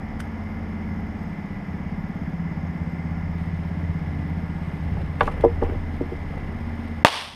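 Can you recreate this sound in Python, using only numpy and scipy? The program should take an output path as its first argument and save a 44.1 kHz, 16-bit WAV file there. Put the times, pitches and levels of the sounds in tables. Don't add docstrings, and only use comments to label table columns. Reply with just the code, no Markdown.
import sys
import numpy as np
from scipy import signal
from scipy.fft import rfft, irfft, next_fast_len
from scipy.io import wavfile
from scipy.ndimage import uniform_filter1d

SR = 44100
rng = np.random.default_rng(int(sys.argv[2]) if len(sys.argv) > 2 else 0)


def wav_record(signal):
    frames = np.transpose(np.atleast_2d(signal))
    bounded = np.clip(frames, -1, 1)
    quanta = np.round(bounded * 32767).astype(np.int16)
    wavfile.write(sys.argv[1], SR, quanta)


N = 324135
TIME = np.arange(N) / SR

# t/s, level/dB, top f/Hz
BLAST_ARRIVALS = [(7.0480, 31, 3300), (7.0535, 2, 1480), (7.0565, 19, 1300), (7.0615, 2, 4000),
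                  (7.0695, 25, 3800), (7.0750, 15, 2400), (7.0805, 1, 2200)]
BANG_S = BLAST_ARRIVALS[0][0]


def from_db(db):
    return np.exp(np.asarray(db) * (np.log(10) / 20))


def rms_one(x):
    return x / np.sqrt(np.mean(x ** 2) + 1e-20)


def in_time(rows):
    s, *columns = np.transpose(rows)
    return [np.interp(TIME, s, c) for c in columns]


def cut(x, hz, kind, order=2):
    return signal.sosfilt(signal.butter(order, min(hz, .45 * SR), kind, fs=SR, output="sos"), x + 1e-18)


def noise(spectrum):
    hz, db = np.transpose(spectrum)
    size = next_fast_len(N)
    bins = np.maximum(np.fft.rfftfreq(size, 1 / SR), 1)
    gain = from_db(np.interp(np.log(bins), np.log(hz), db))
    skirts = np.minimum(bins / hz[0], 1) ** 4 * np.minimum(hz[-1] / bins, 1) ** 8
    return rms_one(irfft(rfft(rng.standard_normal(size)) * gain * skirts, size)[:N])


def resonance(x, hz, width_hz):
    r = np.exp(-np.pi * width_hz / SR)
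    return signal.lfilter([1 - r, 0, r - 1], [1, -2 * r * np.cos(2 * np.pi * hz / SR), r * r], x)


def wavering_tone(hz, width_hz):
    return rms_one(resonance(resonance(rng.standard_normal(N), hz, width_hz), hz, width_hz))


def drift(rate_hz, t=TIME):
    return np.interp(t * rate_hz, np.arange(8000), rng.standard_normal(8000))


def dying(start, t60):
    out, at = np.zeros(N), round(start * SR)
    age = TIME[:min(SR // 2, N - at)]
    out[at:at + len(age)] = from_db(-60 * age / t60)
    return out


def swell(start, attack_s, hold_s, t60):
    age = TIME - start
    return np.clip(age / attack_s, 0, 1) * from_db(-60 * np.clip((age - attack_s - hold_s) / t60, 0, 10))


def bursts(rows, spectrum):
    return sum(from_db(db) * dying(s, t60) for s, db, t60 in rows) * noise(spectrum)


def recorder_noise(hiss_db=-64, pulse_hz=48, pulse_depth=.6):
    hiss_spectrum = [(2900, -3), (3400, -4), (4400, -6), (5220, 2), (6000, -11.5), (7100, -13.5),
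                     (8000, -16), (10200, -16), (11400, -20.5), (13000, -17), (13800, -31), (15000, -26)]
    tones = [(6450, 90, -79.5), (12900, 110, -81.5)]
    whistle = sum(from_db(db) * wavering_tone(hz, width_hz) for hz, width_hz, db in tones)
    pulsing = 1 + pulse_depth * np.sin(2 * np.pi * pulse_hz * TIME)
    return from_db(hiss_db) * noise(hiss_spectrum) + whistle * pulsing


def garden(rumble_db=-39, insect_hz=8000):
    rumble_spectrum = [(15, -13), (26, -13), (48, -11.5), (90, 4), (130, -4.5), (240, -4), (310, -7),
                       (400, -21)]
    trills = [(1.12, 1.42, -80), (2.68, 3.15, -81), (4.43, 4.74, -79)]
    trilling = np.zeros(N)
    for start, end, db in trills:
        progress = np.clip((TIME - start) / (end - start), 0, 1)
        trilling += from_db(db) * np.sqrt(np.abs(np.sin(np.pi * progress)))
    return from_db(rumble_db) * noise(rumble_spectrum) + trilling * wavering_tone(insect_hz, 350)


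def exhaust(boom_hz=81.4, boom_width_hz=10, boom_trim_db=-1, throb_lag_s=0.0012, stray_db=-45):
    engine_speed = [(0, 17.15), (1.2, 16.9), (1.5, 16.8), (2.6, 16.8), (3.0, 16.7), (4.5, 16.6),
                    (7.3, 16.45)]
    boom_curve = [(0.0, -34.5), (1.03, -32), (1.42, -40.5), (1.56, -34), (1.62, -56), (1.73, -32.5),
                  (2.24, -39), (2.71, -32.5), (2.77, -55), (2.81, -29), (2.88, -31.5), (2.92, -38),
                  (3.04, -31.5), (3.82, -28.5), (3.9, -23.5), (4.0, -39), (4.05, -27.5), (4.74, -32),
                  (4.76, -37), (4.85, -24.5), (5.24, -30.5), (5.28, -45), (5.32, -30.5), (5.57, -24.5),
                  (6.1, -32.5), (7.0, -31)]
    # t/s, level/dB, centre f/Hz, half width/Hz
    throb_curve = [(0, -38, 220, 10.4), (.9, -33.5, 213.7, 7.6), (1.5, -36, 196.5, 18.4),
                   (2.0, -33.5, 184, 33), (3.1, -33.5, 174, 23), (4.8, -34, 168, 21.6),
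                   (6.2, -42.5, 159, 77), (6.7, -39, 227, 31)]
    # multiple of the firing rate, level/dB
    engine_orders = [(2, -47), (4, -58), (9, -44.5), (12, -51.5), (14, -47), (16, -64), (17, -51.5),
                     (24, -64)]
    step = 21
    t, order = TIME[::step], np.arange(2, 26)[:, None]
    firing_hz = np.interp(t, *np.transpose(engine_speed))
    hz = order * firing_hz
    boom_db, throb_db, centre, width = (c[::step] for c in in_time(boom_curve) + in_time(throb_curve))
    stray = np.array([drift(7, t) + 1j * drift(7, t) for _ in order])
    boom = (1 + 1j * (hz - boom_hz) / boom_width_hz) ** -2 * (1 + 0.83 * stray)
    throb = (1 + 1j * (hz - centre) / width) ** -2 * np.exp(-2j * np.pi * (hz - centre) * throb_lag_s)
    throb *= 1 + from_db(stray_db - throb_db) * stray
    gains = from_db(boom_db + boom_trim_db) * boom / np.linalg.norm(boom, axis=0)
    gains += from_db(throb_db) * throb / np.linalg.norm(throb, axis=0)
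    drone_db = -40.5 + 1.58 * (throb_db - throb_db.max())
    for multiple, db in engine_orders + [(10, drone_db)]:
        row = round(multiple) - 2
        in_phase = np.exp(1j * np.angle(gains[row]))
        gains[row] += from_db(db) * in_phase * (1 + 0.57 * stray[row])
    cycles = np.cumsum(firing_hz) * step / SR + .52
    wave = np.sqrt(2) * (gains * np.exp(2j * np.pi * order * cycles)).real.sum(0)
    unevenness = from_db(-0.64 * drift(27, t))
    return signal.resample_poly(wave * unevenness, step, 1, window=("kaiser", 10))[:N]


def mower(rush_db=-42, whine_trim_db=-1, whine_waver=0.00107, flicker_db=3):
    whine_tones = [(1421, -57), (1750, -67.5), (1996, -54), (2071, -55), (2206, -78), (2810, -73),
                   (2966, -74.5)]
    rush_spectrum = [(190, -20.5), (330, -0.5), (365, -3.5), (403, -1.5), (459, -3.5), (589, -4.5),
                     (780, -1.5), (1340, -10.5), (1540, -13.5), (1680, -6), (1900, -10.5), (2060, -5.5),
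                     (2610, -22), (3070, -24.5), (3600, -29.5), (4680, -69.5), (7920, -120)]
    clock = np.cumsum(1 + whine_waver * drift(9)) / SR
    whine = sum(from_db(db + whine_trim_db + flicker_db * drift(13)) * np.sin(2 * np.pi * hz * clock)
                for hz, db in whine_tones)
    return exhaust() + from_db(rush_db) * noise(rush_spectrum) + whine


def fuse(catch_s=3.36, catch_db=-63, rise_db_per_s=.8, sputter_db=3.0):
    fizz_spectrum = [(1500, -1), (2900, 1.5), (4200, -6.5), (6500, -27), (8800, -14.5), (10500, -23),
                     (11500, -19), (14500, -31)]
    flares = [(3.36, .06, -62), (4.6, 0.29, -64), (6.753, 0.056, -62.5)]
    burn = from_db(catch_db + rise_db_per_s * (TIME - catch_s)) * (TIME > catch_s)
    flaring = sum(from_db(db) * swell(s, 0.028, hold_s, t60=0.74) for s, hold_s, db in flares)
    sputter = from_db(sputter_db * drift(300))
    return np.hypot(burn, flaring) * (TIME < BANG_S) * sputter * noise(fizz_spectrum)


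def lighter():
    rasps = [(.194, -46, .05), (.2, -44, .03), (.2028, -30.5, 0.019), (.2055, -45, 0.014), (.21, -52, .2)]
    rasp_spectrum = [(700, -30), (1650, 5.5), (2300, -12), (3100, -3), (4200, -22), (5000, -11),
                     (7200, -20), (8800, -13), (11000, -22), (15000, -30)]
    return bursts(rasps, rasp_spectrum)


def board_knock(low_hz, high_hz, vary_db=3.0, rattle_db=-3, rattle_t60=0.065, air_db=-27, air_t60=0.37):
    board_modes = [(271, -2, 0.053), (361, -4.5, 0.094), (469, 2, 0.12), (600, -1.5, 0.075),
                   (717, -14, 0.11), (784, -1.5, 0.082), (895, 1, 0.047), (990, -6.5, 0.11),
                   (1140, 1, 0.05), (1290, -12, 0.068), (1465, -6.5, 0.043), (1677, -0.5, 0.035),
                   (2220, -5.5, 0.024), (2750, -7, 0.026), (3080, -14, 0.051), (3540, -6, 0.036),
                   (4560, -1, 0.013)]
    t = TIME[:SR // 5]
    hz, db, t60 = np.transpose(board_modes)[:, :, None]
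    signs = (-1) ** np.arange(len(hz))[:, None]
    struck_db = db + vary_db * rng.standard_normal(hz.shape)
    modes = signs * from_db(struck_db - 60 * t / t60) * np.sin(2 * np.pi * hz * t)
    rattle_decay = from_db(rattle_db - 60 * t / rattle_t60) + from_db(air_db - 60 * t / air_t60)
    rattle = rng.standard_normal(len(t)) * rattle_decay
    blow = cut(cut(modes.sum(0) + rattle, low_hz, "high"), high_hz, "low", order=4)
    return blow / np.abs(blow).max()


def footsteps(attack_s=0.031, sway_hz=25, grit_db=5.5):
    steps = [(4.849, 0.14, -46, -45.5), (5.176, 0.12, -30, -37), (5.362, 0.068, -47, -40),
             (5.594, .11, -32, -37.5), (6.225, 0.24, -37, -48.5)]
    # t/s, peak level/dB, bottom f/Hz, top f/Hz
    knocks = [(4.9679, -30, 350, 1030), (5.2075, -2.5, 1000, 2370), (5.276, -12.5, 1010, 1390),
              (5.4364, -1, 370, 685), (5.4396, -16, 760, 800), (5.4453, -2, 468, 550),
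              (5.456, -9, 444, 540), (5.6201, -11, 200, 484), (5.6245, -16, 600, 1390),
              (5.633, -21, 220, 357), (5.6575, -27, 350, 1300), (5.718, -22, 250, 550),
              (5.731, -29, 250, 550), (6.007, -13.5, 233, 393), (6.118, -20.5, 240, 390)]
    ticks = [(5.188, -56, .015), (5.257, -37, .015), (5.409, -41, 0.045), (5.4495, -37, 0.014),
             (5.635, -44, 0.042), (5.709, -54, 0.018), (6.018, -48, .015), (6.19, -50.5, 0.018)]
    scuff_spectrum = [(150, -19), (400, 13.5), (1000, 0), (1800, -8), (2900, -11), (4200, -42), (7000, -39),
                      (10500, -39), (14500, -43)]
    bright_spectrum = [(1500, 10.5), (2900, 7), (4500, -3.5), (7000, -11), (10000, -9), (14500, -24)]
    sway = sum(from_db(db) * swell(s, attack_s, hold_s, t60=1.8) for s, hold_s, db, _ in steps)
    scuff = sum(from_db(db) * swell(s, attack_s, hold_s, t60=0.21) for s, hold_s, _, db in steps)
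    slide = from_db(-46) * swell(5.18, attack_s, hold_s=0.107, t60=0.09)
    grit = from_db(grit_db * drift(150))
    out = grit * (scuff * noise(scuff_spectrum) + slide * noise(bright_spectrum))
    out += bursts(ticks, bright_spectrum)
    out += sway * wavering_tone(sway_hz, width_hz=18)
    for s, db, low_hz, high_hz in knocks:
        blow, at = from_db(db) * board_knock(low_hz, high_hz), round(s * SR)
        out[at:at + len(blow)] += blow
    return out


def firecracker(pulse_s=0.00076, echo_pulse_s=0.0001, porch_db=4.5, trees_db=-10.5, grain_db=2.0):
    porch_spectrum = [(88, -66), (150, -36), (262, -8), (833, 4.5), (1090, -8), (1460, -7), (2230, -7),
                      (3270, -5), (6060, -23), (8750, -21), (15000, -40)]
    trees_spectrum = [(120, -14), (300, -12), (480, -7), (720, 0), (1050, 4), (1400, -6.5), (1900, -3.5),
                      (2600, -2), (3300, 0.5), (3900, -6), (5300, -8), (7100, -25), (8800, -16),
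                      (15000, -39)]
    rail_modes = [(660, 29.5, 0.011), (893, 26.5, 0.019), (1170, 20, 0.023), (1850, 40.5, 0.0038),
                  (2660, 27.5, 0.0066)]
    t = TIME[:SR // 10]
    porch = from_db(porch_db) * dying(BANG_S, t60=0.16) * noise(porch_spectrum)
    trees = from_db(trees_db) * swell(BANG_S, 0.0092, hold_s=0.11, t60=0.63) * noise(trees_spectrum)
    out = (porch + trees) * from_db(grain_db * drift(700))
    jolt = sum(from_db(db - 60 * t / t60) * np.sin(2 * np.pi * hz * t) for hz, db, t60 in rail_modes)
    for k, (s, db, top_hz) in enumerate(BLAST_ARRIVALS):
        age, at = t / (echo_pulse_s if k else pulse_s), round(s * SR)
        shock = from_db(db) * cut((1 - age) * np.exp(-age), top_hz, "low", order=3)
        out[at:at + len(t)] -= shock + jolt * (k == 0)
    return out


def scene():
    return (mower() + garden() + fuse() + lighter() + footsteps() + firecracker() + recorder_noise())[None]


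def limiter(x, ahead_s=0.013, most_db=19.0, release_db_per_s=5):
    over_db = np.clip(20 * np.log10(np.abs(x).max(0) + 1e-9), 0, most_db)
    held_db = np.maximum.accumulate(over_db + release_db_per_s * TIME) - release_db_per_s * TIME
    duck_db = uniform_filter1d(np.interp(TIME + ahead_s, TIME, held_db), size=128)
    return x * from_db(-duck_db)


def record(dry, cutoff_hz=15200):
    clipped = np.clip(limiter(dry), -1, 1)
    return signal.sosfilt(signal.ellip(12, .1, 80, cutoff_hz, fs=SR, output="sos"), clipped)


dry = scene()
out = record(dry)
wav_record(out)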